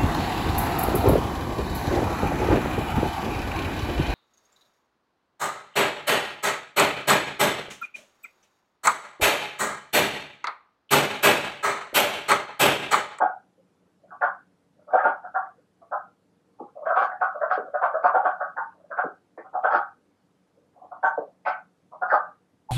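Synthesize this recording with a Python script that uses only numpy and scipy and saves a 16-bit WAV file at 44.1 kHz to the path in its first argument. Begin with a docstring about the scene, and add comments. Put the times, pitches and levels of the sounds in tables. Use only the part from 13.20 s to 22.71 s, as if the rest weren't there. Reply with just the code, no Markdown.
"""Wood frogs in a hollow

Wood frogs cluck, quack and plop in a hard-walled hollow full of dry leaves. Throat pulses ring a throat,
a vocal sac and a body; quacks add pulsed airy noise as rasp, some also as hiss; plops are falling tones.
Fixed wall modes and sparse reflections ring on after each call. A low outdoor hum of shaped noise
lies under it all, and a noise suppressor holds the hum down and trims the tails."""
import sys
import numpy as np
from scipy import signal
from scipy.io import wavfile
from scipy.ndimage import uniform_filter1d

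SR = 44100
rng = np.random.default_rng(int(sys.argv[2]) if len(sys.argv) > 2 else 0)


def master(y):
    """Save y as 16-bit WAV."""
    cut = np.clip(np.atleast_2d(y).T, -1, 1)
    pcm = np.round(cut * 32767)  # scale
    wavfile.write(sys.argv[1], SR, pcm.astype(np.int16))


def how_loud(loudness_db):
    """Turn decibels into a plain amplitude multiplier (0 dB gives 1, 20 dB gives 10)."""
    steps = np.asarray(loudness_db, float) / 20
    return 10 ** steps


N = 419391

SUPPRESS_DB = 14.5  # most that the suppressor takes off a quiet band; the hum is raised by as much ahead of it


def evened(x):
    """Scales to rms 1."""
    return x / np.sqrt(np.mean(x ** 2) + 1e-20)


def peaked(x):
    """Scales to peak 1."""
    return x / abs(x).max()


def levelled(x):
    """Scales so that the loudest 20 ms has rms 1."""
    return x / np.sqrt(uniform_filter1d(x ** 2, size=SR // 50).max())


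def read(points, hz):
    """Reads a table on a log-frequency axis."""
    f, value = np.transpose(points)
    return np.interp(np.log(hz + 1), np.log(f + 1), value)


def add(mix, s, sound):
    """Mixes a sound in at time s, trimmed to the ends of the mix."""
    at = round(s * SR)
    part = mix[max(at, 0):][:len(sound) + min(at, 0)]
    part += sound[max(-at, 0):][:len(part)]


def low_pass(x, hz, order):
    """Butterworth low-pass."""
    return signal.sosfilt(signal.butter(order, hz, fs=SR, output="sos"), x)


def resonate(x, hz, width):
    """A steep resonance of gain 1 that can glide: shift down to zero, smooth twice, shift back."""
    turn = np.exp(2j * np.pi * np.cumsum(hz * np.ones(len(x))) / SR)
    r = np.exp(-np.pi * width / SR)
    two_poles = np.convolve([1, -r], [1, -r])
    return 2 * (turn * signal.lfilter([(1 - r) ** 2], two_poles, x / turn)).real


def folds(count):
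    """Uneven slaps of the vocal folds, and the puff of air that follows each."""
    pulses_per_s = 150
    chance, air = rng.standard_normal((2, count))
    rate = pulses_per_s * np.exp(0.25 * evened(uniform_filter1d(chance, 150)))
    turns = np.cumsum(rate) / SR + 0.6
    whole = np.floor(turns)
    slaps = np.diff(whole, prepend=whole[0])
    puffs = air * (0.41 + np.exp(-(turns % 1) / 0.35))
    return slaps, puffs


def cluck(db, hz, width, sac_db, fill, growl_db):
    """The pulses swell and stop; throat, vocal sac and body ring with them, wander, and sag as the air runs out."""
    # The vocal sac's resonances. Each row: pitch in Hz at a full call, width in Hz, relative level in dB.
    sac_bands = [(1118, 240, 0), (1392, 406, 5), (1495.7, 368, 6.5)]
    cluck_ms, sac_lag_ms = 26.7, 4  # time scale of the cluck; the sac answers a little after the throat
    wander = 0.037  # rms of the log-pitch drift: throat and sac change shape from pulse to pulse

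    slaps, puffs = folds(count=4096)
    u = np.arange(len(slaps)) / SR * 1000 / cluck_ms
    swell = np.clip(u / 0.7, 0, 1) * np.exp(-(u / 1.21) ** 4)
    drive = low_pass((slaps + 0.12 * puffs) * swell, 1862 * fill, order=8)

    sag = 1.07 - 0.083 * np.minimum(u, 1.5)
    drifts = rng.standard_normal((len(sac_bands) + 1, len(u)))
    bends = [sag * np.exp(wander * evened(uniform_filter1d(row, size=400))) for row in drifts]

    body = how_loud(-13) * width / 140 * resonate(drive, 565.4, 180)
    throat = resonate(drive, hz * bends[-1], width) - body

    uneven_db = 1.3 * rng.standard_normal(len(sac_bands))
    sac = np.zeros(len(u))
    for k, (f, w, band_db) in enumerate(sac_bands):
        sign = (-1) ** k  # neighbouring bands push opposite ways
        sac += sign * how_loud(band_db + uneven_db[k]) * resonate(drive, f * fill * bends[k], w * fill)
    sac = np.roll(sac, round(sac_lag_ms * SR / 1000))

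    growl = resonate(drive, 330, 170)
    return how_loud(db) * (peaked(throat) + how_loud(sac_db) * levelled(sac) + how_loud(growl_db) * levelled(growl))


def airy(band, later):
    """Pulsed airy noise in one band, swelling and dying; a larger 'later' makes it build later."""
    _, puffs = folds(count=4096)
    ms = np.arange(4096) / SR * 1000
    swell = (ms / 20) ** (0.15 + 0.3 * later) * np.exp(-(ms / 51.4) ** 3)
    return resonate(puffs * swell, *band)


def rasp(low_db, upper_db):
    """The two overtone bands of a hard push, made of pulsed airy noise; the upper one builds later."""
    # The overtone bands. Each row: centre in Hz, width in Hz.
    rasp_bands = [(2040, 760), (3150, 1200)]
    low = how_loud(low_db) * peaked(airy(rasp_bands[0], later=0))
    return low + how_loud(upper_db) * levelled(airy(rasp_bands[1], later=0.93))


def hiss(low_db, upper_db):
    """Two bands of escaping air, pulsed by the folds and dulled at the top."""
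    # The bands of the escaping air. Each row: centre in Hz, width in Hz.
    hiss_bands = [(4550, 1500), (6400, 700)]
    low = how_loud(low_db) * levelled(airy(hiss_bands[0], later=1.4))
    upper = how_loud(upper_db) * levelled(airy(hiss_bands[1], later=2))
    return low_pass(low + upper, 8500, order=6)


def plop(db, hz, snap_hz, snap_db, knock_db):
    """A few cycles that fall in pitch, starting at once with a dull snap over a low knock."""
    t = np.arange(4000) / SR
    turns = np.cumsum(hz * (0.8 + 0.9 * np.exp(-t / 0.004))) / SR
    tone = np.sin(2 * np.pi * turns) * np.exp(-t / 0.0079)
    dull_noise = evened(low_pass(rng.standard_normal(len(t)), snap_hz, order=8))
    snap = how_loud(snap_db) * dull_noise * np.exp(-t / 0.015)
    low_noise = evened(resonate(rng.standard_normal(len(t)), 290, 130))
    knock = how_loud(knock_db) * low_noise * np.exp(-t / 0.03)
    onset = 1 - np.exp(-t / 0.0012)
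    return how_loud(db) * peaked((tone + snap + knock) * onset)


def hollow(x, direct_db=-5, modes_db=-17, scatter_db=-3):
    """Direct sound, the ringing modes of the walls, and a diffuse tail of sparse reflections."""
    # Standing modes of the walled space. Each row: pitch in Hz, relative level in dB.
    wall_modes = [(285, 1), (345, -4.5), (400, -0.5), (470, -5.5), (519, 2.5), (573, 0.5), (606, 3.5),
                  (653, -5.5), (677, -2.5), (742, 4.5), (770, 1), (821, 3.5), (906, 4.5), (1032, 5.5),
                  (1137, 6), (1178, 2.5), (1230, -2.5), (1258, 3), (1314, 1), (1389, -0.5), (1431, 0),
                  (1468, -3.5), (1532, 2.5), (1608, 1), (1681, -7.5), (1779, -6.5)]
    # Decay of the space. Each row: frequency in Hz, time to fall by 60 dB in seconds.
    decay = [(200, 0.23), (700, 0.33), (1000, 0.32), (1500, 0.32), (2200, 0.32), (3000, 0.28), (5000, 0.18)]
    t = np.arange(SR // 2) / SR
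    modes = sum(how_loud(db - 60 * t / read(decay, hz)) * np.sin(2 * np.pi * hz * t) for hz, db in wall_modes)

    taps = np.zeros(len(t))
    slots = np.arange(100, len(t) - 20, 20)  # one reflection at a random place in each 20 samples
    taps[slots + rng.integers(0, 20, len(slots))] = rng.choice([-1., 1.], len(slots))
    hz, frame_s, z = signal.stft(taps, SR, nperseg=256)
    # Tilt of the scatter, with little among the modes. Each row: frequency in Hz, level in dB.
    tilt = [(250, 3), (300, -4), (750, -7.5), (1000, -4), (1800, -8.5), (2400, -3)]
    z = z * how_loud(read(tilt, hz)[:, None] - 60 * frame_s / read(decay, hz)[:, None])
    scatter = signal.istft(z, SR, nperseg=256)[1][:len(t)]

    walls = how_loud(modes_db) * modes / np.linalg.norm(modes)
    walls = walls + how_loud(scatter_db) * scatter / np.linalg.norm(scatter)
    return how_loud(direct_db) * x + signal.oaconvolve(x, walls)[:N]


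def hum():
    """Distant steady noise in drifting patches of level, with a few fuzzy tones of narrow-band noise."""
    # Spectrum of the noise. Each row: frequency in Hz, relative density in dB.
    hum_shape = [(20, -39.5), (60, -16), (100, -5), (160, 2), (250, 0), (450, -3.5), (800, -9.5),
                 (1000, -12), (1600, -16), (2500, -22), (5000, -26.5), (11800, -32.5), (12300, -38.5),
                 (16000, -51.5)]
    # Wavering tones. Each row: pitch in Hz, width in Hz, rms level in dB ahead of the raise in scene().
    hum_tones = [(96, 14, -85), (181.7, 13, -74), (288, 32, -77), (472, 53, -79.5)]
    frames, hz = N // 512 + 5, np.fft.rfftfreq(2048, 1 / SR)
    a, b, patches = rng.standard_normal((frames, 1025, 3)).T
    patches_db = evened(uniform_filter1d(uniform_filter1d(patches, 10, 0), 6, 1))
    z = (a + 1j * b) * how_loud(read(hum_shape, hz)[:, None] + patches_db)
    wash = how_loud(-68.5) * evened(signal.istft(z, nperseg=2048, noverlap=1536)[1][:N])
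    tones = sum(how_loud(db) * evened(resonate(rng.standard_normal(N), f, w)) for f, w, db in hum_tones)
    return wash + tones


def scene():
    """Frogs at several places in the hollow, each place with its own reflections, over the hum."""
    # All levels here are ahead of the hollow. Clucks and quacks start 14 ms ahead of the listed time,
    # rasps and hisses 12 ms ahead, plops 2 ms ahead.
    # Clucks without rasp. Each row: time in seconds, throat peak in dB, throat pitch in Hz before the sag,
    # throat width in Hz, vocal sac rms in dB re the throat peak, sac pitch as a ratio to a full call.
    clucks = [(0.375, -41, 514, 140, -25.5, .86), (0.836, -36.5, 596, 140.2, -42, .9),
              (0.87, -44, 594, 139, -11.5, 0.98), (0.912, -34, 742, 140.5, -5.5, 1.01),
              (1.561, -49, 519, 140, -35, 0.8), (1.591, -38, 565, 140, -19.5, .88),
              (1.674, -34.5, 580, 140, -9, .9), (1.708, -28.5, 715, 140.9, -11.5, .98),
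              (2.041, -29, 740, 161, -8, .99), (2.248, -38, 745, 60.2, -16, 1.2),
              (2.377, -40.5, 509, 139.6, -17.5, 1.1), (2.613, -36.5, 690, 160, -13.5, .8),
              (3.284, -46.5, 454, 139.5, -21, .82), (3.39, -27.5, 841, 69.1, -18, .82),
              (3.465, -41, 486, 159.8, -12, 0.9), (3.559, -30.5, 631, 91, -19.5, .8),
              (3.613, -28.5, 614, 80, -14, .82), (3.701, -16.5, 680, 109.7, -3.5, .95),
              (3.909, -24.5, 766, 139.6, -12.5, 1.1), (4.149, -25, 625, 119.9, -11, 0.84),
              (4.474, -30, 592, 119.9, -21.5, .92), (4.778, -34.5, 596, 138.1, -13, .92),
              (5.549, -43.5, 599, 140.9, -22, .9), (5.575, -46, 590, 139, -22, 1),
              (5.601, -42, 605, 140.2, -16.5, .9), (5.638, -37, 603, 139.5, -24.5, 0.99),
              (6.245, -37, 750, 218.6, -10, 0.93), (6.339, -15, 770, 100, -16, .93),
              (7.376, -41, 472, 139.7, -25, .82), (7.43, -50, 480, 138.8, -20, 0.72),
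              (7.553, -40, 760, 158.7, -18, .72), (7.578, -40.5, 520, 159, -12.5, .72),
              (7.621, -32.5, 640, 260, -19.5, .76), (7.642, -38, 705, 258.4, -13.5, .78),
              (7.719, -27.5, 720, 198.8, -12, .9), (8.722, -32, 716, 260.8, -9, .8),
              (9.497, -20, 791, 140.2, -43.5, 1.1)]
    # Quacks, clucks that also rasp. Each row: the columns of a plain cluck, then growl rms in dB re
    # the throat peak, rasp peak in dB, upper rasp rms in dB.
    quacks = [(0.012, -9, 817, 140.3, -12, 1.02, -28.5, -44, -59),
              (1.02, -11.5, 796, 138.2, -5.5, .99, -42, -37.5, -57),
              (1.737, -8.5, 788, 150.5, -13, .98, -32, -39.5, -58),
              (1.789, -19, 749.5, 140, -3, 1.1, -36.5, -42, -61),
              (1.845, -8, 835, 218.5, -10.5, .98, -31, -34.5, -56),
              (2.148, -17, 748, 70.4, -5, 1.017, -47.5, -46.5, -67.5),
              (2.721, -18.5, 724.4, 171, -7, .95, -38.5, -61.5, -84),
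              (3.662, -13.5, 697.5, 110, -11.5, .99, -41, -41, -65),
              (3.763, -12, 782, 120, -4, .99, -39.5, -30, -52),
              (3.808, -14, 796, 140, -6, .99, -35.5, -35, -54),
              (4.014, -13, 767, 110.6, -5, .99, -50.5, -38.5, -63),
              (4.217, -16.5, 656, 99.7, -9.5, 1.01, -44.5, -55, -73.5),
              (4.308, -15.5, 760.5, 120.8, -2.5, 1.02, -45.5, -35, -54.5),
              (4.542, -17, 665, 111.3, -9.5, .99, -41.5, -48.5, -75),
              (4.623, -13, 769, 140.9, -5.5, .99, -41.5, -34.5, -57.5),
              (4.74, -16, 661, 120.7, -9.5, .97, -40, -55, -73),
              (4.84, -9, 733, 120.7, -6.5, .99, -33.5, -35, -60),
              (4.948, -8.5, 819, 140, -12.5, .99, -35, -39.5, -59),
              (5.051, -11, 794, 144, -8, .99, -32.5, -40.5, -56),
              (5.207, -16, 753.3, 137.9, -8.5, .99, -40.5, -57, -75.5),
              (5.37, -21.5, 831, 161.1, -3.5, .99, -33.5, -51, -78),
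              (5.707, -28, 640, 138.9, 0.2, .97, -28.5, -55.5, -77),
              (5.779, -14, 787, 140, -6, .99, -42.5, -40, -63),
              (6.441, -10, 761, 162, -7.5, .97, -36, -42, -55),
              (6.51, -17, 864, 158.5, -1.45, .99, -33.5, -39, -57.5),
              (6.538, -10.5, 813, 158.8, -7, .99, -28, -37, -53),
              (7.836, -9, 759.4, 238.2, -9.5, 1, -37.5, -43, -55.5),
              (8.262, -13.5, 813, 241.6, -7.5, .95, -33.5, -27, -54.5),
              (8.821, -15.5, 754, 69.46, -8, .96, -34, -50.5, -76),
              (8.899, -24, 815, 159.4, 5.5, 1.04, -36, -42.5, -67.5),
              (8.925, -10, 758, 219.4, -7, .92, -30.5, -39.5, -55.5)]
    # Air hissing out with some of the quacks. Each row: time in seconds, lower band rms in dB,
    # upper band rms in dB, both ahead of the dulling.
    hisses = [(1.03, -67, -79.5), (3.763, -61.5, -69.5), (3.808, -56, -63), (4.015, -64.5, -85.5),
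              (4.308, -57, -86), (4.623, -62.5, -84.5), (4.84, -57, -71.5), (6.441, -75.5, -74),
              (6.51, -57.5, -87), (6.538, -56, -72.5), (7.836, -81.5, -63), (8.26, -55, -72.5),
              (8.896, -57.5, -81), (8.925, -57.5, -74.5)]
    # Low, abrupt plops. Each row: time in seconds, peak in dB, pitch in Hz (starts at 1.7 times this and
    # falls to 0.8), top of the snap in Hz, snap in dB, low knock in dB (noise rms before its decay).
    plops = [(0.549, -49.5, 290.8, 890, -13.5, -31.5), (1.868, -26, 417.6, 708, -9.5, -15),
             (3.405, -27, 409, 711, -18, -16.5), (4.376, -16, 500.4, 814, -13.5, -22),
             (5.84, -18, 485.6, 777, -15.5, -21.5), (6.178, -24.5, 525.4, 1889, -9, -20.5),
             (7.747, -55.5, 285.2, 915, -7.5, -34), (7.978, -14, 523, 1099, -18.5, -34)]
    lead_s, air_lead_s, places = 0.014, 0.012, 3

    frogs = np.zeros((places, N))
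    for k, (s, db, *row) in enumerate(clucks):
        growl_db = -34.5 + 0.8119 * max(-22 - db, 0)  # fainter clucks are given relatively more low growl here
        add(frogs[k % places], s - lead_s, cluck(db, *row, growl_db))
    for k, (s, *row, low_db, upper_db) in enumerate(quacks):
        add(frogs[k % places], s - lead_s, cluck(*row))
        add(frogs[k % places], s - air_lead_s, rasp(low_db, upper_db))
    for k, (s, *row) in enumerate(hisses):
        add(frogs[k % places], s - air_lead_s, hiss(*row))
    for k, (s, *row) in enumerate(plops):
        add(frogs[k % places], s - 0.002, plop(*row))

    bass_cut = signal.butter(4, 200, "highpass", fs=SR, output="sos")  # the frogs' calls hold little below 200 Hz
    frogs = signal.sosfilt(bass_cut, frogs)
    return (sum(hollow(place) for place in frogs) + how_loud(SUPPRESS_DB) * hum())[None]


def roll_off(x):
    """The treble ends steeply here."""
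    return signal.sosfilt(signal.butter(12, 15000, fs=SR, output="sos"), x)


def record(dry):
    """The suppressor lowers bands not well above their usual quiet level, and trims tails far under their peak."""
    forget_db_per_s, tail_under_db = 59.5, 19  # how fast a peak is forgotten; how far under it a tail is trimmed
    z = signal.stft(dry[0], nperseg=512, noverlap=384)[2]
    power = uniform_filter1d(uniform_filter1d(abs(z) ** 2, size=3, axis=0), size=5, axis=1)
    over_db = 10 * np.log10(power / np.percentile(power, 25, axis=1, keepdims=True))

    opened = 1 / (1 + np.exp(-(over_db - 11.5) / 3.1))
    opened = signal.lfilter([0.3], [1, -0.7], opened, axis=1, zi=0.7 * opened[:, :1])[0]

    fall = np.arange(z.shape[1]) * 128 / SR * forget_db_per_s
    under_db = np.maximum.accumulate(over_db + fall, axis=1) - fall - over_db  # how far under the recent peak
    tail = opened / (5.5 + np.exp(-(under_db - tail_under_db) / 2.8))
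    gain_db = -SUPPRESS_DB * (1 - opened) - 6 * tail  # the tail term takes off 1.1 dB at most
    kept = signal.istft(z * how_loud(gain_db), nperseg=512, noverlap=384)[1]
    return roll_off(kept[None, :N])


dry = scene()
out = record(dry)
master(out)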